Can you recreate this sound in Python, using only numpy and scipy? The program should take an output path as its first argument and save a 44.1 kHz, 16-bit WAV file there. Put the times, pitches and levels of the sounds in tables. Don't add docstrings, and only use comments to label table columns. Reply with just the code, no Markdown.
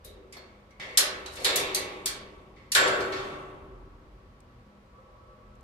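import sys
import numpy as np
from scipy import signal
from scipy.fft import rfft, irfft, next_fast_len
from scipy.io import wavfile

SR = 44100
rng = np.random.default_rng(int(sys.argv[2]) if len(sys.argv) > 2 else 0)


def master(y):
    cut = np.clip(np.atleast_2d(y).T, -1, 1)
    pcm = np.round(cut * 32767)
    wavfile.write(sys.argv[1], SR, pcm.astype(np.int16))


N = 248283

# start in seconds, level in dB, brightness in dB per octave, link pitch in Hz.
LINK_SNAPS = [(0.046, -43.5, 10.5, 3780), (0.324, -45.5, 1.5, 2150), (0.367, -42.5, -8, 4330),
              (0.706, -60, -5, 2130), (0.796, -42.5, -12, 3200), (0.973, -10.5, 2, 5213),
              (1.260, -36, -4.5, 3890), (1.416, -42, -16, 4240), (1.445, -18.5, 1, 4020),
              (1.558, -19.5, 5.5, 3440), (1.746, -20.5, 4.5, 4130), (2.0575, -21.5, 3.5, 4390),
              (2.718, -21.5, 3.5, 9100), (2.749, -14, -1.5, 4700), (2.876, -28.5, -5, 9020),
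              (3.004, -34, -7, 4230), (3.119, -38, -14, 4020)]
# start in seconds, level in dB, resonance of the struck part in Hz,
# its prominence in dB.
FRAME_KNOCKS = [(0.04, -48, 387, 17.5), (0.33, -51, 2200, -0.5), (0.797, -35.5, 2100, 10.5),
                (0.974, -30.5, 1650, 9), (1.365, -36, 465, 6), (1.447, -21.5, 3820, 10),
                (1.558, -30.5, 2400, 8), (1.748, -34, 2154, 5.5), (2.06, -41, 2220, -1),
                (2.56, -54, 2102, 11), (2.7494, -18, 1510, 16), (2.775, -24.5, 568, 14.5),
                (3.122, -33, 1250, 7.5)]
# frequency in Hz, relative level in dB, T60 in seconds.
FRAME_MODES = [(363, -7.5, 2.1), (384.3, -4.5, 2), (430, -15.5, 0.606), (498.2, -1, 1.2), (532, 0.5, 0.76),
               (617.6, -3.5, 0.9), (820, -14.5, 2.4), (1106, -7.5, 1.9), (1135, -9, 1.7),
               (1324, -10.5, 1.508), (1430, -12.5, 1.1), (1400, -16.5, 0.51), (1629, -4, 0.74),
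               (1700, -9, 0.214), (1737, -1.5, .6), (1808, -15, 0.51), (2039, -17, 0.44), (2300, -11, 1.4),
               (2900, -25.5, .9)]
# frequency in Hz, relative level in dB, T60 in seconds.
HOOK_MODES = [(2990, -16.5, 1), (3300, -9, 1), (4220, 0.5, 0.3334), (4157, -1.5, .3), (7500, -7, 0.9),
              (7310, -3, 0.47), (7490, 2.5, 0.48), (9050, -21, 0.78), (11285, -5.5, 0.27), (11930, -14, .3)]
# frequency in Hz, relative density in dB per Hz.
SNAP_SPECTRUM = [(100, -24), (500, -18.5), (1400, -6.5), (2000, -5.5), (3000, -6.5), (4300, -0.5),
                 (6000, -3), (9300, -5), (10300, -8), (11600, -7), (12700, -15), (15500, -20)]
# frequency in Hz, relative density in dB per Hz.
BEAM_SPECTRUM = [(50, -27), (120, -12.5), (190, -13.5), (270, -9.5), (370, -1), (560, 1), (760, -7),
                 (1050, -5.5), (1650, -9.5), (2000, -0.5), (2500, -7.5), (3100, -4.5), (4200, -6),
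                 (6500, -17.5), (14000, -41.5)]
# frequency in Hz, relative density in dB per Hz.
AIR_SPECTRUM = [(30, -25), (70, -9), (170, -16), (350, -19), (530, -19), (700, -22), (1150, -23),
                (2000, -28), (3000, -34), (5000, -40), (9000, -50.5), (15000, -55)]
# frequency in Hz, relative density in dB per Hz.
RUMBLE_SPECTRUM = [(15, -34.5), (30, -27), (42, 1.5), (55, -4.5), (80, -7), (160, -26.5), (400, -69.5),
                   (2000, -110)]
# frequency in Hz, T60 in seconds.
GARAGE_DECAY = [(200, .8), (1000, .7), (2600, .52), (4500, .38), (7000, .29), (11000, .23), (16000, .18)]
# frequency in Hz, T60 in seconds.
BEAM_DECAY = [(150, 5), (400, 1.3), (1000, 1.885), (1800, 1.105), (2800, 1.113), (5000, 0.71), (12000, 1.3)]
# frequency in Hz, relative level in dB.
HUM_TONES = [(120, -3.5), (205, -1.5), (242, -8)]
# frequency in Hz, relative level in dB.
SINGING_TONES = [(365, -6), (480, -7), (525, -3), (605, -6.5), (830, -12), (985, -8.5), (1090, -5.5),
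                 (1140, -2.5), (1308, -5)]
# frequency in Hz, left minus right in dB.
PORT_BALANCE = [(380, 0), (700, 2.5), (1290, 0), (2380, 0), (4400, -5.5), (8100, 5), (15000, 5.5)]
# start in seconds, decay time constant in seconds, level before build-up and decay in dB.
RUMBLE_SURGES = [(0, 0.098, -44.5), (1.0, .9, -52.5), (3.498, 0.73, -50), (5.4, 0.41, -53)]
# start in seconds, level before decay in dB.
DRY_TICKS = [(4.404, -57), (5.554, -65), (5.609, -61)]

AIR_DB, RUMBLE_DB, HUM_DB = -59, -60.5, -63
SURGE_RISE_S = 0.066
SING_DB, LEAN_S, LEAN_SETTLE_S, LEAN_DB = -64, 4.88, 1.1, -56
TICK_HZ, TICK_WIDTH_HZ, TICK_DECAY_S = 7000, 2500, .003
DRAG_START_S, DRAG_RISE_S, DRAG_END_S, DRAG_DB, DRAG_GROWTH_DB = 1.285, 0.059, 1.47, -48, 28
REF_BLOW_DB, REF_TILT_DB_PER_OCT, REF_HOOK_DB = -17, -0.23, -30
TILT_DB_PER_OCT_PER_DB, HOOK_DB_PER_DB = 0.01, 2
LIGHT_SNAP_DB, LINK_RING_DB, LINK_DAMPING_DB_PER_DB = -44.5, -7, 0.41
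MIC_GAP_M, LEFT_LEAD_S = .15, .00026
EDGE_HZ = 15550


def amp(db):
    return 10 ** (np.asarray(db) / 20)


def unit(x):
    return x / np.sqrt(np.mean(x ** 2) + 1e-20)


def read(points, hz):
    f, value = np.transpose(points)
    return np.interp(np.log(hz + 1), np.log(f + 1), value)


def add(mix, start_s, sound):
    part = mix[:, max(round(start_s * SR), 0):][:, :sound.shape[1]]
    part += sound[:, :part.shape[1]]


def peak(hz, centre_hz, width_hz):
    return 1 / (1 + ((hz - centre_hz) / width_hz) ** 2)


def ripple(hz, width_hz):
    heights = rng.standard_normal(4096)
    return np.interp(hz / width_hz, np.arange(len(heights)), heights)


def likeness(hz):
    return .99 * np.sinc(2 * hz * MIC_GAP_M / 343)


def diffuse(colour_db):
    same = likeness(np.linspace(0, SR / 2, len(colour_db)))
    a, b = np.exp(2j * np.pi * rng.random((2, len(same))))
    mid = a * np.sqrt(1 + same)
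    side = b * np.sqrt(1 - same)
    return unit(irfft(np.array([mid + side, mid - side]) * amp(colour_db)))


def swell(t, hz, spread_s):
    rise_s = spread_s * (1000 / np.maximum(hz, 450)) ** 1.5
    return 1 - np.exp(-(t + 1 / SR) / rise_s)


def fade(x, t60, spread_s):
    hz, t, z = signal.stft(x, SR, nperseg=256)
    decay = amp(-60 * t / read(t60, hz)[:, None])
    z = z * decay * swell(t, hz[:, None], spread_s)
    return signal.istft(z, SR, nperseg=256)[1][:, :x.shape[1]]


def ring(modes, t, spread_s, twin_hz):
    out = np.zeros((2, len(t)))
    for hz, db, t60_s in modes:
        phase, twin_phase = 2 * np.pi * rng.random(2)
        twin = hz + twin_hz * rng.standard_normal()
        apart = np.arccos(likeness(hz)) * rng.choice([-.5, .5]) * np.array([[1], [-1]])
        turn = np.exp(1j * (2 * np.pi * hz * t + phase))
        turn = turn + .5 * np.exp(1j * (2 * np.pi * twin * t + twin_phase))
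        envelope = amp(db - 60 * t / t60_s) * swell(t, hz, spread_s)
        out += envelope * (turn * np.exp(1j * apart)).real
    return out


def direct(x):
    hz = np.fft.rfftfreq(len(x), 1 / SR)
    right = irfft(rfft(x) * np.exp(-2j * np.pi * hz * LEFT_LEAD_S), len(x))
    return np.array([x, right])


def surge(start_s, settle_s, db):
    t = np.maximum(np.arange(N) / SR - start_s, 0)
    return amp(db) * (1 - np.exp(-t / SURGE_RISE_S)) * np.exp(-t / settle_s)


def tone_colour(hz, tones, width_hz):
    return 20 * np.log10(sum(amp(db) * peak(hz, f, width_hz) ** 2 for f, db in tones))


def background(hum_width_hz=5, singing_width_hz=20):
    hz = np.fft.rfftfreq(2 * next_fast_len(N // 2 + 1), 1 / SR)
    air = diffuse(read(AIR_SPECTRUM, hz))[:, :N]
    rumble = diffuse(read(RUMBLE_SPECTRUM, hz))[:, :N]
    hum = diffuse(tone_colour(hz, HUM_TONES, hum_width_hz))[:, :N]
    singing = diffuse(tone_colour(hz, SINGING_TONES, singing_width_hz))[:, :N]
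    rumble_gain = np.hypot(amp(RUMBLE_DB), sum(surge(*row) for row in RUMBLE_SURGES))
    singing_gain = np.hypot(amp(SING_DB), surge(LEAN_S, LEAN_SETTLE_S, LEAN_DB))
    return amp(AIR_DB) * air + rumble_gain * rumble + amp(HUM_DB) * hum + singing_gain * singing


def ticks():
    out, t, hz = np.zeros((2, N)), np.arange(2048) / SR, np.fft.rfftfreq(2048, 1 / SR)
    colour = 20 * np.log10(peak(hz, TICK_HZ, TICK_WIDTH_HZ))
    for start_s, db in DRY_TICKS:
        add(out, start_s, amp(db) * diffuse(colour) * np.exp(-t / TICK_DECAY_S))
    return out


def drag(contacts_per_s=300, tail_s=0.019):
    t, hz = np.arange(8192) / SR, np.fft.rfftfreq(8192, 1 / SR)
    contacts = rng.standard_normal(N) * (rng.random(N) < contacts_per_s / SR)
    contact_sound = diffuse(read(SNAP_SPECTRUM, hz)) * np.exp(-t / tail_s)
    now = np.arange(N) / SR
    growth = np.clip((now - DRAG_START_S) / DRAG_RISE_S, 0, 1)
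    active = (now > DRAG_START_S) * (now < DRAG_END_S)
    stroke = amp(DRAG_DB - DRAG_GROWTH_DB * (1 - growth)) * active
    return unit(signal.oaconvolve(contacts[None], contact_sound, axes=1)[:, :N]) * stroke


def knocks(modes_db=-9.5, beams_db=-2, part_width_hz=230):
    out, t, hz = np.zeros((2, N)), np.arange(2 * SR) / SR, np.fft.rfftfreq(2 * SR, 1 / SR)
    fine = 4 * ripple(hz, width_hz=9)
    broad = 4.5 * ripple(hz, width_hz=45) * np.minimum(hz / 3000, 1)
    beams = read(BEAM_SPECTRUM, hz) + (fine + broad)
    for start_s, db, part_hz, part_db in FRAME_KNOCKS:
        harder_db = db - REF_BLOW_DB
        tilt = REF_TILT_DB_PER_OCT + TILT_DB_PER_OCT_PER_DB * harder_db
        hook_db = REF_HOOK_DB + HOOK_DB_PER_DB * harder_db
        blow = tilt * np.log2(np.clip(hz, 350, 5000) / 1200)
        blow = blow + part_db * peak(hz, part_hz, part_width_hz)
        blow = blow - 10 * np.log10(np.average(amp(blow) ** 2, weights=amp(beams) ** 2))
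        clang = fade(diffuse(beams + blow), BEAM_DECAY, spread_s=0.011)
        modes = [(f, mode_db + np.interp(f, hz, blow), t60_s) for f, mode_db, t60_s in FRAME_MODES]
        tones = ring(modes, t, spread_s=0.027, twin_hz=7)
        add(out, start_s, amp(db) * (amp(beams_db) * clang + amp(modes_db) * tones))
        add(out, start_s, amp(hook_db) * ring(HOOK_MODES, t, spread_s=0.0044, twin_hz=34.4))
    return out


def snaps(crack_gain=2 * amp(-1), crack_s=0.0035, early_db=-6, room_db=-6.0, room_tilt_db_per_oct=-2.5,
          link_width_hz=100, link_cycles=1600):
    out, t, hz = np.zeros((2, N)), np.arange(32768) / SR, np.fft.rfftfreq(32768, 1 / SR)
    octaves = np.log2(np.maximum(hz, 500) / 5000)
    contact = 1 - np.exp(-t / .0018)
    link_t60 = [(f, link_cycles / f) for f in np.geomspace(2000, 16000, 4)]
    for start_s, db, tilt, link_hz in LINK_SNAPS:
        link_db = LINK_RING_DB - LINK_DAMPING_DB_PER_DB * (db - LIGHT_SNAP_DB)
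        resonances = 2.5 * ripple(hz, width_hz=260) + 3.8 * ripple(hz, width_hz=50)
        colour = read(SNAP_SPECTRUM, hz) + tilt * octaves + resonances
        crack = direct(diffuse(colour)[0] * contact * np.exp(-t / crack_s))
        early = diffuse(colour) * contact * np.exp(-t / .024)
        tail = fade(diffuse(colour + room_tilt_db_per_oct * octaves), GARAGE_DECAY, spread_s=0.023)
        bar_modes = [(1, 1), (1.05, .45), (2.76, .3)]
        bells = sum(peak(hz, ratio * link_hz, link_width_hz) * height for ratio, height in bar_modes)
        link = contact * fade(diffuse(20 * np.log10(bells)), link_t60, spread_s=0.0055)
        room = amp(early_db) * early + amp(room_db) * tail
        add(out, start_s, amp(db) * (crack_gain * crack + room + amp(link_db) * link))
    return out


def scene():
    return background() + ticks() + drag() + knocks() + snaps()


def record(dry):
    size = 2 * next_fast_len(N)
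    balance_db = read(PORT_BALANCE, np.fft.rfftfreq(size, 1 / SR))
    ports = irfft(rfft(dry, size) * amp([balance_db / 2, -balance_db / 2]))[:, :N]
    low_pass = signal.firwin(255, EDGE_HZ, window=("kaiser", 9), fs=SR)
    return signal.oaconvolve(ports, low_pass[None], "same", axes=1)


dry = scene()
out = record(dry)
master(out)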